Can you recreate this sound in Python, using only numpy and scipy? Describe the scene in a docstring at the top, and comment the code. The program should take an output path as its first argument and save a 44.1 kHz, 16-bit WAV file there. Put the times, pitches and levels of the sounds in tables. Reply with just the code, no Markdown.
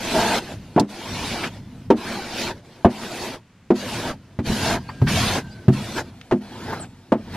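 """A hand scraper rasps through old straw bedding in a plastic chicken coop, stroke after stroke.
The blade bites, speeds up, then slows and digs into the heap it pushes; between strokes it knocks
and bounces on the hollow wall. Stick-slip friction makes the hiss and sets the shell drumming.
Loose straw rustles in the gaps and an arm bumps the rim; far off, a small bird chirps and a
rooster crows."""
import sys
import numpy as np
from scipy import signal
from scipy.fft import rfft, irfft
from scipy.io import wavfile
from scipy.ndimage import uniform_filter1d

SR = 44100
rng = np.random.default_rng(int(sys.argv[2]) if len(sys.argv) > 2 else 0)


def int16_out(signal):
    """Quantize to a 16-bit WAV file."""
    q = np.round(np.clip(np.atleast_2d(signal).T, -1, 1) * 32767)
    wavfile.write(sys.argv[1], SR, q.astype(np.int16))


N = 324576
TIME = np.arange(N) / SR
CONTROL_TIME = TIME[::64]  # coarse clock for the level envelopes


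def amp(db):
    """Decibels to gain."""
    return 10 ** (np.asarray(db) / 20)


def unit(x):
    """Scales to rms 1."""
    return x / np.sqrt(np.mean(x ** 2) + 1e-20)


def eq_gain(curve, size):
    """Gain per FFT bin of an EQ curve drawn on a log-frequency axis."""
    hz, db = np.transpose(curve)
    return amp(np.interp(np.log(np.fft.rfftfreq(size, 1 / SR) + 1), np.log(hz), db))


def colour(x, curve):
    """Filters by an EQ curve, at unit gain for white noise."""
    size = x.shape[-1]
    return irfft(rfft(x) * unit(eq_gain(curve, size)), size)


def add(mix, s, sound):
    """Mixes a sound in at time s."""
    part = mix[..., round(s * SR):][..., :sound.shape[-1]]
    part += sound[..., :part.shape[-1]]


def wander(rate_hz):
    """Smooth random modulation of rms 1."""
    hz = np.fft.rfftfreq(N, 1 / SR)
    return unit(irfft(rfft(rng.standard_normal(N)) / (1 + (hz / rate_hz) ** 4), N))


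def per_sample(control):
    """Spreads a slow envelope over all samples."""
    return np.interp(TIME, CONTROL_TIME, control)


def held(start, length, rise_db_per_s, fall_db_per_s):
    """Attack, hold and release in dB: 0 while held, falling away on both sides."""
    before, after = np.maximum(start - CONTROL_TIME, 0), np.maximum(CONTROL_TIME - start - length, 0)
    return -rise_db_per_s * before - fall_db_per_s * after


def hump(s, half_s):
    """A smooth rise to 1 and back around time s."""
    return np.exp(-((CONTROL_TIME - s) / half_s) ** 2)


# EQ of the outdoor bed: f/Hz, level/dB
AIR_EQ = [(30, -13.5), (150, 2.5), (500, -13.5), (2000, -16.5), (7000, -30), (15000, -47)]


def air():
    """Quiet outdoor air: a soft bed of low noise."""
    return amp(-55) * colour(rng.standard_normal((2, N)), AIR_EQ)


def rooster(start_s=4.78, length_s=0.9, db=-48.5, start_hz=1600, end_hz=1510):
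    """One partial of a far crow carries: it grows hoarse, sags at its end and flickers in the open air."""
    out, u = np.zeros(N), np.linspace(0, 1, round(length_s * SR))
    hoarseness = 1 + 0.026 * u * wander(rate_hz=140)[:len(u)]
    hz = (start_hz + (end_hz - start_hz) * u ** 3) * hoarseness
    level = amp(db - 2 * u + 3 * wander(rate_hz=31)[:len(u)])
    fade = np.minimum(10 * np.minimum(u, 1 - u), 1)
    add(out, start_s, level * fade * np.sin(2 * np.pi * np.cumsum(hz) / SR))
    return out


# chirps of a small bird: t/s, length/s, start f/Hz, end f/Hz, level/dB
BIRD_CHIRPS = [(4.877, 0.032, 4010, 4800, -41), (5.5, 0.049, 4450, 4920, -46.5),
               (6.793, 0.052, 9000, 7300, -33)]


def bird():
    """Thin notes that glide quickly and then level off, with a faint scatter from the yard."""
    out = np.zeros(N)
    for s, length, start_hz, end_hz, db in BIRD_CHIRPS:
        u = np.linspace(0, 1, round(length * SR))
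        glide = end_hz + (start_hz - end_hz) * (1 - u) ** 1.9
        hz = glide * (1 + 0.014 * wander(rate_hz=640)[:len(u)])
        add(out, s, amp(db) * np.sin(np.pi * u) * np.sin(2 * np.pi * np.cumsum(hz) / SR))
    yard = rng.standard_normal(SR) * amp(-60 * TIME[:SR] / 0.32)
    return out + amp(-16) * signal.oaconvolve(out, yard / np.linalg.norm(yard))[:N]


# the sleeve bumps and slides on the rim: t/s, length/s, level/dB
SLEEVE_BUMPS = [(0.545, 0.017, -34.5), (1.096, 0.15, -32), (1.5, 0.4, -38), (5.065, 0.02, -21.5),
                (5.738, 0.044, -29.5), (7.332, 0.032, -33)]
# EQ of the arm's dull rumble: f/Hz, level/dB
ARM_EQ = [(28, -39), (42, -2), (58, -12), (100, 3), (160, -2.5), (260, -4), (500, -55)]


def arm():
    """The arm weighs on the rim most when the blade is fastest, and bumps it in between."""
    leans = [db + held(bite + fastest * length, 0, rise_db_per_s=65, fall_db_per_s=54)
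             for bite, length, fastest, *_, db in BLADE_STROKES]
    bumps = [db + held(s, length, rise_db_per_s=192, fall_db_per_s=54) for s, length, db in SLEEVE_BUMPS]
    return colour(rng.standard_normal((2, N)), ARM_EQ) * amp(per_sample(np.max(leans + bumps, axis=0)))


# modes of the hollow plastic shell: f/Hz, level/dB, undamped t60/s
SHELL_MODES = [(112.7, -25.5, 0.37), (130.4, -5.5, 0.21), (209, -5, 0.3), (240.9, -3.5, 0.2),
               (298, -8.5, 0.18), (356.7, -2, 0.13), (383.3, -2.5, 0.12), (497.7, -9.5, 0.11),
               (618, -16, 0.14), (681, -3, 0.086), (748, -4.5, 0.077), (891, -1.5, 0.071), (948, 0, 0.039),
               (1707, -2.5, 0.032)]
MODE_HZ = np.transpose(SHELL_MODES)[0]


def shell_ring(weights, detune):
    """The shell's answer to one push, with a weight and a tuning factor for each mode."""
    hz, db, t60 = np.transpose(SHELL_MODES)
    t = TIME[:SR // 2, None]
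    return (amp(db - 60 * t / t60) * np.sin(2 * np.pi * hz * detune * t)) @ weights


def damped_shell(drive, low_hz, high_hz, detune, decay_s, tilt_db=0):
    """Plays a drive through a band of the shell's modes, choked by the pressing hand."""
    polarity = (-1) ** np.arange(len(MODE_HZ))
    band = 1 / (1 + (low_hz / MODE_HZ) ** 4) / (1 + (MODE_HZ / high_hz) ** 4)
    ring = shell_ring(polarity * band * amp(tilt_db * np.log2(MODE_HZ)), detune)
    ring *= np.exp(-TIME[:len(ring)] / decay_s)
    return unit(signal.oaconvolve(drive, ring[None])[:, :drive.shape[-1]])


def drumming():
    """The harder the blade rasps, the more the low modes of the shell drum."""
    hiss_db, rasp_db, _ = rubbing()
    judder = friction(per_s=600, spread_db=2.5, grain_share=0.34, patchy_db=2)
    wall = damped_shell(judder, low_hz=160, high_hz=450, detune=0.96, decay_s=0.0072)
    return wall * amp(0.76 * (hiss_db + rasp_db) - 9.5)


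# the blade bears down on the floor: t/s, length/s, level/dB, tilt/(dB per octave)
FLOOR_PRESSES = [(0.041, 0.16, -30.5, -5), (0.155, 0.051, -18.5, -2.5), (0.216, 0.13, -23, 0.5),
                 (4.475, 0.04, -25.5, -13.5), (4.645, 0.13, -26.5, 1.5), (5.269, 0.04, -31, -4.5),
                 (6.681, 0.06, -34, -2)]


def pressing(fade_s=0.03):
    """Where the blade bears down, its dense chatter sounds the hollow shell."""
    out = np.zeros((2, N))
    for start, length, db, tilt_db in FLOOR_PRESSES:
        t = TIME[:round((length + 2 * fade_s) * SR)]
        grip = np.clip(np.minimum(t, t[-1] - t) / fade_s, 0, 1) ** 2
        chatter = rng.standard_normal((2, len(t)))
        body = damped_shell(chatter, low_hz=190, high_hz=1700, detune=0.94, decay_s=0.0053, tilt_db=tilt_db)
        add(out, max(start - fade_s, 0), amp(db) * grip * body)
    return out


def burst(eq, rise, t60, tail_db, tail_t60):
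    """The noise of an impact and its short rattle round the compartment; times in seconds."""
    t = TIME[:SR // 3]
    envelope = (1 - np.exp(-t / rise)) * (amp(-60 * t / t60) + amp(tail_db - 60 * t / tail_t60))
    return colour(rng.standard_normal((2, len(t))), eq) * envelope


# the blade catches on caked dirt or taps lightly: t/s, level/dB, centre f/Hz, t60/s
BLADE_CATCHES = [(0.7961, -17.5, 4200, 0.034), (1.436, -18, 1680, 0.079), (4.888, -25.5, 990, 0.087),
                 (5.067, -18.5, 1590, 0.16), (6.2125, -30.5, 2270, 0.017), (6.728, -19, 890, 0.088)]


def catches():
    """Short gritty bursts where the blade breaks through or touches down."""
    out = np.zeros((2, N))
    for s, db, hz, t60 in BLADE_CATCHES:
        band = [(hz / 4, -22), (hz, 0), (hz * 2, -9), (hz * 6, -42)]
        add(out, s, amp(db) * burst(band, rise=0.059 * t60, t60=t60, tail_db=-22, tail_t60=0.05))
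    return out


# blows on the wall: t/s, body trim/dB, push centre f/Hz, spot on the panel/0-1, crack trim/dB
WALL_KNOCKS = [(0.762, -2.5, 318, 0.55, -29.5), (0.778, -1, 720, 0.17, -42), (0.7965, -18, 764, 0.36, -53),
               (0.799, -5, 280, 0.94, -57), (1.903, 2.5, 418, 0.56, -20), (2.8466, 0, 706, 0.45, -24),
               (2.85, -1.5, 202, 0.5, -39), (3.7043, -1.5, 403, 0.79, -28), (4.389, -9, 183, 0.49, -33),
               (4.498, -8, 180, 0.2, -43), (5.0162, -2, 127, 0.69, -33.5), (5.681, 3, 163, 0.43, -28),
               (6.311, -18, 850, 0.18, -26.5), (6.3218, -4, 310, 0.78, -28.5),
               (7.1198, -0.5, 484, 0.18, -25)]
# EQ of the crack of blade on plastic: f/Hz, level/dB
CRACK_EQ = [(150, -2.5), (600, 7), (1200, -2.5), (2500, -12.5), (4800, -25), (8000, -35.5), (15000, -61)]


def knocks(cushioned_db=32.5, focus_db=4):
    """A blow favours the modes near the centre of its push; the spot struck weights and detunes them."""
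    out, t = np.zeros((2, N)), TIME[:SR // 2]
    for s, db, push_hz, spot, crack_db in WALL_KNOCKS:
        # a blow cushioned by bedding hardly cracks and keeps closer to its centre
        focus = 1.5 + max(db - crack_db - cushioned_db, 0) / focus_db
        push = 1 / np.sqrt(1 + 0.97 * (MODE_HZ / push_hz - push_hz / MODE_HZ) ** 2) ** focus
        place = np.pi * spot * np.arange(len(MODE_HZ))
        ring = shell_ring(push * (1 + 0.5 * np.cos(place)), detune=1 + 0.032 * np.sin(2 * place))
        ring *= 1 - np.exp(-t / 0.0052)
        # the wall first gives way in one or two heavy swings
        cycles = t * push_hz
        swing = np.sin(2 * np.pi * cycles) * cycles * np.exp(-cycles / 0.72)
        add(out[0], s, amp(db) * (amp(-4) * ring + amp(6.5) * swing))
        # loose panels and bedding rattle in a dense thud around the same pitch
        thud = [(push_hz / 4, -26), (push_hz / 2, 0), (push_hz * 0.87, -5),
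                (push_hz * 4, -32), (push_hz * 10, -65)]
        add(out, s, amp(db - 17) * burst(thud, rise=0.0015, t60=0.092, tail_db=1.5, tail_t60=0.16))
        crack = burst(CRACK_EQ, rise=0.00063, t60=0.071, tail_db=-9, tail_t60=0.11)
        add(out, s, amp(crack_db + 6.5) * crack)
    return out


# loose straw between strokes: t/s, length/s, hiss level/dB
STRAW_RUSTLES = [(0.409, 0.12, -43), (0.542, 0.29, -55.5), (1.488, 0.088, -51), (1.62, 0.24, -60),
                 (2.528, 0.055, -55.5), (2.657, 0.17, -56.5), (4.15, 0.36, -65.5), (4.79, 0.51, -54),
                 (5.44, 0.23, -55.5), (6.018, 0.075, -54.5), (6.126, 0.26, -59.5), (6.853, 0.26, -63.5)]


def rustles():
    """Straw falls and is brushed: yields hiss, rasp and fizz envelopes in dB for each rustle."""
    for start, length, db in STRAW_RUSTLES:
        hiss = db + held(start, length, rise_db_per_s=255, fall_db_per_s=255)
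        yield hiss, hiss + 4.5, hiss - 10


# strokes of the blade: bite t/s, length/s, fastest point/0-1, hiss level there/dB, swell up to it/dB,
# rasp re hiss/dB, closing dig/dB, fizz re hiss/dB, arm level/dB
BLADE_STROKES = [(0.008, 0.38, 0.51, -25.5, 9, -1.5, 3.5, -9, -38),
                 (0.898, 0.577, 0.64, -31.5, 12, -1, 1.5, -10.5, -35),
                 (1.973, 0.54, 0.91, -34.5, 8.5, 1, 4.5, -11.5, -39),
                 (2.907, 0.44, 0.78, -33.5, 11, 0, -3.5, -9.5, -45.5),
                 (3.762, 0.35, 0.59, -32.5, 7.5, 0.5, 3, -10, -33),
                 (4.465, 0.29, 0.73, -27, 6.5, 0, 2, -9, -26.5),
                 (5.088, 0.297, 0.39, -24.5, 4.5, -2, -0.5, -9.5, -22.5),
                 (5.734, 0.28, 0.61, -38.5, 1, 0.5, 13, -9, -32),
                 (6.416, 0.43, 0.64, -43, 10, 4, -2.5, -12.5, -34),
                 (7.174, 0.21, 0.94, -47.5, 11, 5.5, 9.5, -12.5, -34.5)]


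def strokes(sag_db=4.5, dig_s=0.028):
    """The blade brightens with speed, slows, dulls and digs in: yields hiss, rasp and fizz in dB."""
    for bite, length, fastest, db, swell_db, rasp_db, dig_db, fizz_db, _ in BLADE_STROKES:
        travel = (CONTROL_TIME - bite) / length
        starting = np.clip(1 - travel / fastest, 0, 1)
        slowing = np.clip((travel - fastest) / (1 - fastest), 0, 1)
        dig = dig_db * hump(bite + length - dig_s, dig_s)  # just before the lift
        contact = held(bite, length, rise_db_per_s=801.5, fall_db_per_s=536)
        level = db - swell_db * starting - sag_db * slowing + contact
        hiss = level + 0.82 * dig
        rasp = level + rasp_db + 2 * starting + 5.5 * slowing + dig  # a slow blade rasps more
        yield hiss, rasp, hiss + fizz_db - 1.5 * slowing


# dry grit under the blade: t/s, half length/s, hiss boost/dB, rasp boost/dB
GRIT_PATCHES = [(2.113, 0.083, 6, 8), (2.405, 0.043, 7.5, 2.5), (3.036, 0.041, 3.5, 4.5),
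                (6.714, 0.072, 1.5, 6)]


def rubbing():
    """The loudest stroke or rustle leads, lifted by grit: hiss in dB, and rasp and fizz relative to it."""
    hiss, rasp, fizz = np.max([*strokes(), *rustles()], axis=0)
    rasp, fizz = rasp - hiss, fizz - hiss
    for s, half_s, hiss_db, rasp_db in GRIT_PATCHES:
        hiss += hiss_db * hump(s, half_s)
        rasp += (rasp_db - hiss_db) * hump(s, half_s)
    return per_sample(hiss), per_sample(rasp), per_sample(fizz)


def friction(per_s, spread_db, grain_share, patchy_db):
    """Snapping grains over fine rubbing; passing stalks and clods lend it brief resonances."""
    sizes = amp(spread_db * np.minimum(rng.exponential(1, N), 5))
    snaps = rng.random(N) < per_s / SR
    grains = unit(sizes * snaps * rng.choice([-1, 1], (2, N)))
    drive = np.sqrt(grain_share) * grains + np.sqrt(1 - grain_share) * rng.standard_normal((2, N))
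    frames = signal.stft(drive, nperseg=1024)[2]
    patches = rng.standard_normal(frames.shape[1:])
    for axis in (0, 1):  # smooth over frequency, then time
        patches = uniform_filter1d(patches, size=4, axis=axis)
    return unit(signal.istft(frames * amp(patchy_db * unit(patches)))[1][:, :N])


def blade_ring(x, hz, width_hz):
    """A gliding resonance: the curve hz is shifted to zero, smoothed twice, and shifted back."""
    carrier = np.exp(2j * np.pi * np.cumsum(hz) / SR)
    pole = np.exp(-np.pi * width_hz / SR)
    return unit((carrier * signal.lfilter([1], [1, -2 * pole, pole * pole], x / carrier)).real)


# EQs of the scrape's coarse body, bright middle and dry top: f/Hz, level/dB
RASP_EQ = [(250, -14), (500, 0.5), (950, 2), (1200, -9), (1600, -4.5), (2100, -11), (3500, -55.5)]
HISS_EQ = [(900, -63), (1600, -5.5), (2300, 2.5), (4200, 0.5), (4800, -1), (5600, -4.5), (8000, -28.5)]
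FIZZ_EQ = [(4500, -28.5), (6200, -1.5), (7600, -6), (10500, -8.5), (13000, -14.5), (15500, -41)]


def scraping():
    """The blade sticks and slips; rasp, hiss and the fizz of dry straw judder together."""
    hiss_db, rasp_db, fizz_db = rubbing()
    rasp = colour(friction(per_s=900, spread_db=2, grain_share=0.33, patchy_db=4), RASP_EQ)
    hiss = colour(friction(per_s=1300, spread_db=-0.5, grain_share=0.26, patchy_db=3.5), HISS_EQ)
    fizz = colour(friction(per_s=5600, spread_db=1.5, grain_share=0.18, patchy_db=4.5), FIZZ_EQ)
    # pressed hard, the edge grates with a hollow note that slides as the grip changes
    grate = blade_ring(rng.standard_normal((2, N)), 1400 * np.exp(0.14 * wander(rate_hz=12)), width_hz=430)
    grate_db = 1.43 * rasp_db + 0.19 * hiss_db - 4.5
    blend = rasp * amp(rasp_db - 1.5) + hiss * amp(-0.54) + fizz * amp(fizz_db) + grate * amp(grate_db)
    return blend * amp(hiss_db + 0.21 * wander(rate_hz=50))


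# stereo width: f/Hz, side re mid/dB
WIDTH_EQ = [(100, -49), (500, -28.5), (1400, -17), (2800, -12), (5600, -2.5), (9000, 1), (14000, 2.5)]


def stereo(pair):
    """Two signals become mid and side: bass is mono, treble wide."""
    side = irfft(rfft(pair[1]) * eq_gain(WIDTH_EQ, N), N)
    return np.array([pair[0] + side, pair[0] - side])


def scene():
    """Air and coop spread in stereo, with the far birds in the centre."""
    coop = air() + scraping() + pressing() + drumming() + arm() + knocks() + catches()
    return stereo(coop) + bird() + rooster()


def record(dry):
    """The microphone moves aside late on, so the right side lags; hard knocks clip; the top is cut."""
    move_s, cutoff_hz = 6.14, 15200
    right = np.where(TIME > move_s, np.roll(dry[1], 2), dry[1])
    clipped = np.clip([dry[0], right], -1, 1)
    lowpass = signal.firwin(511, cutoff_hz, window=("kaiser", 9), fs=SR)
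    return signal.oaconvolve(clipped, lowpass[None], "same")


dry = scene()
out = record(dry)
int16_out(out)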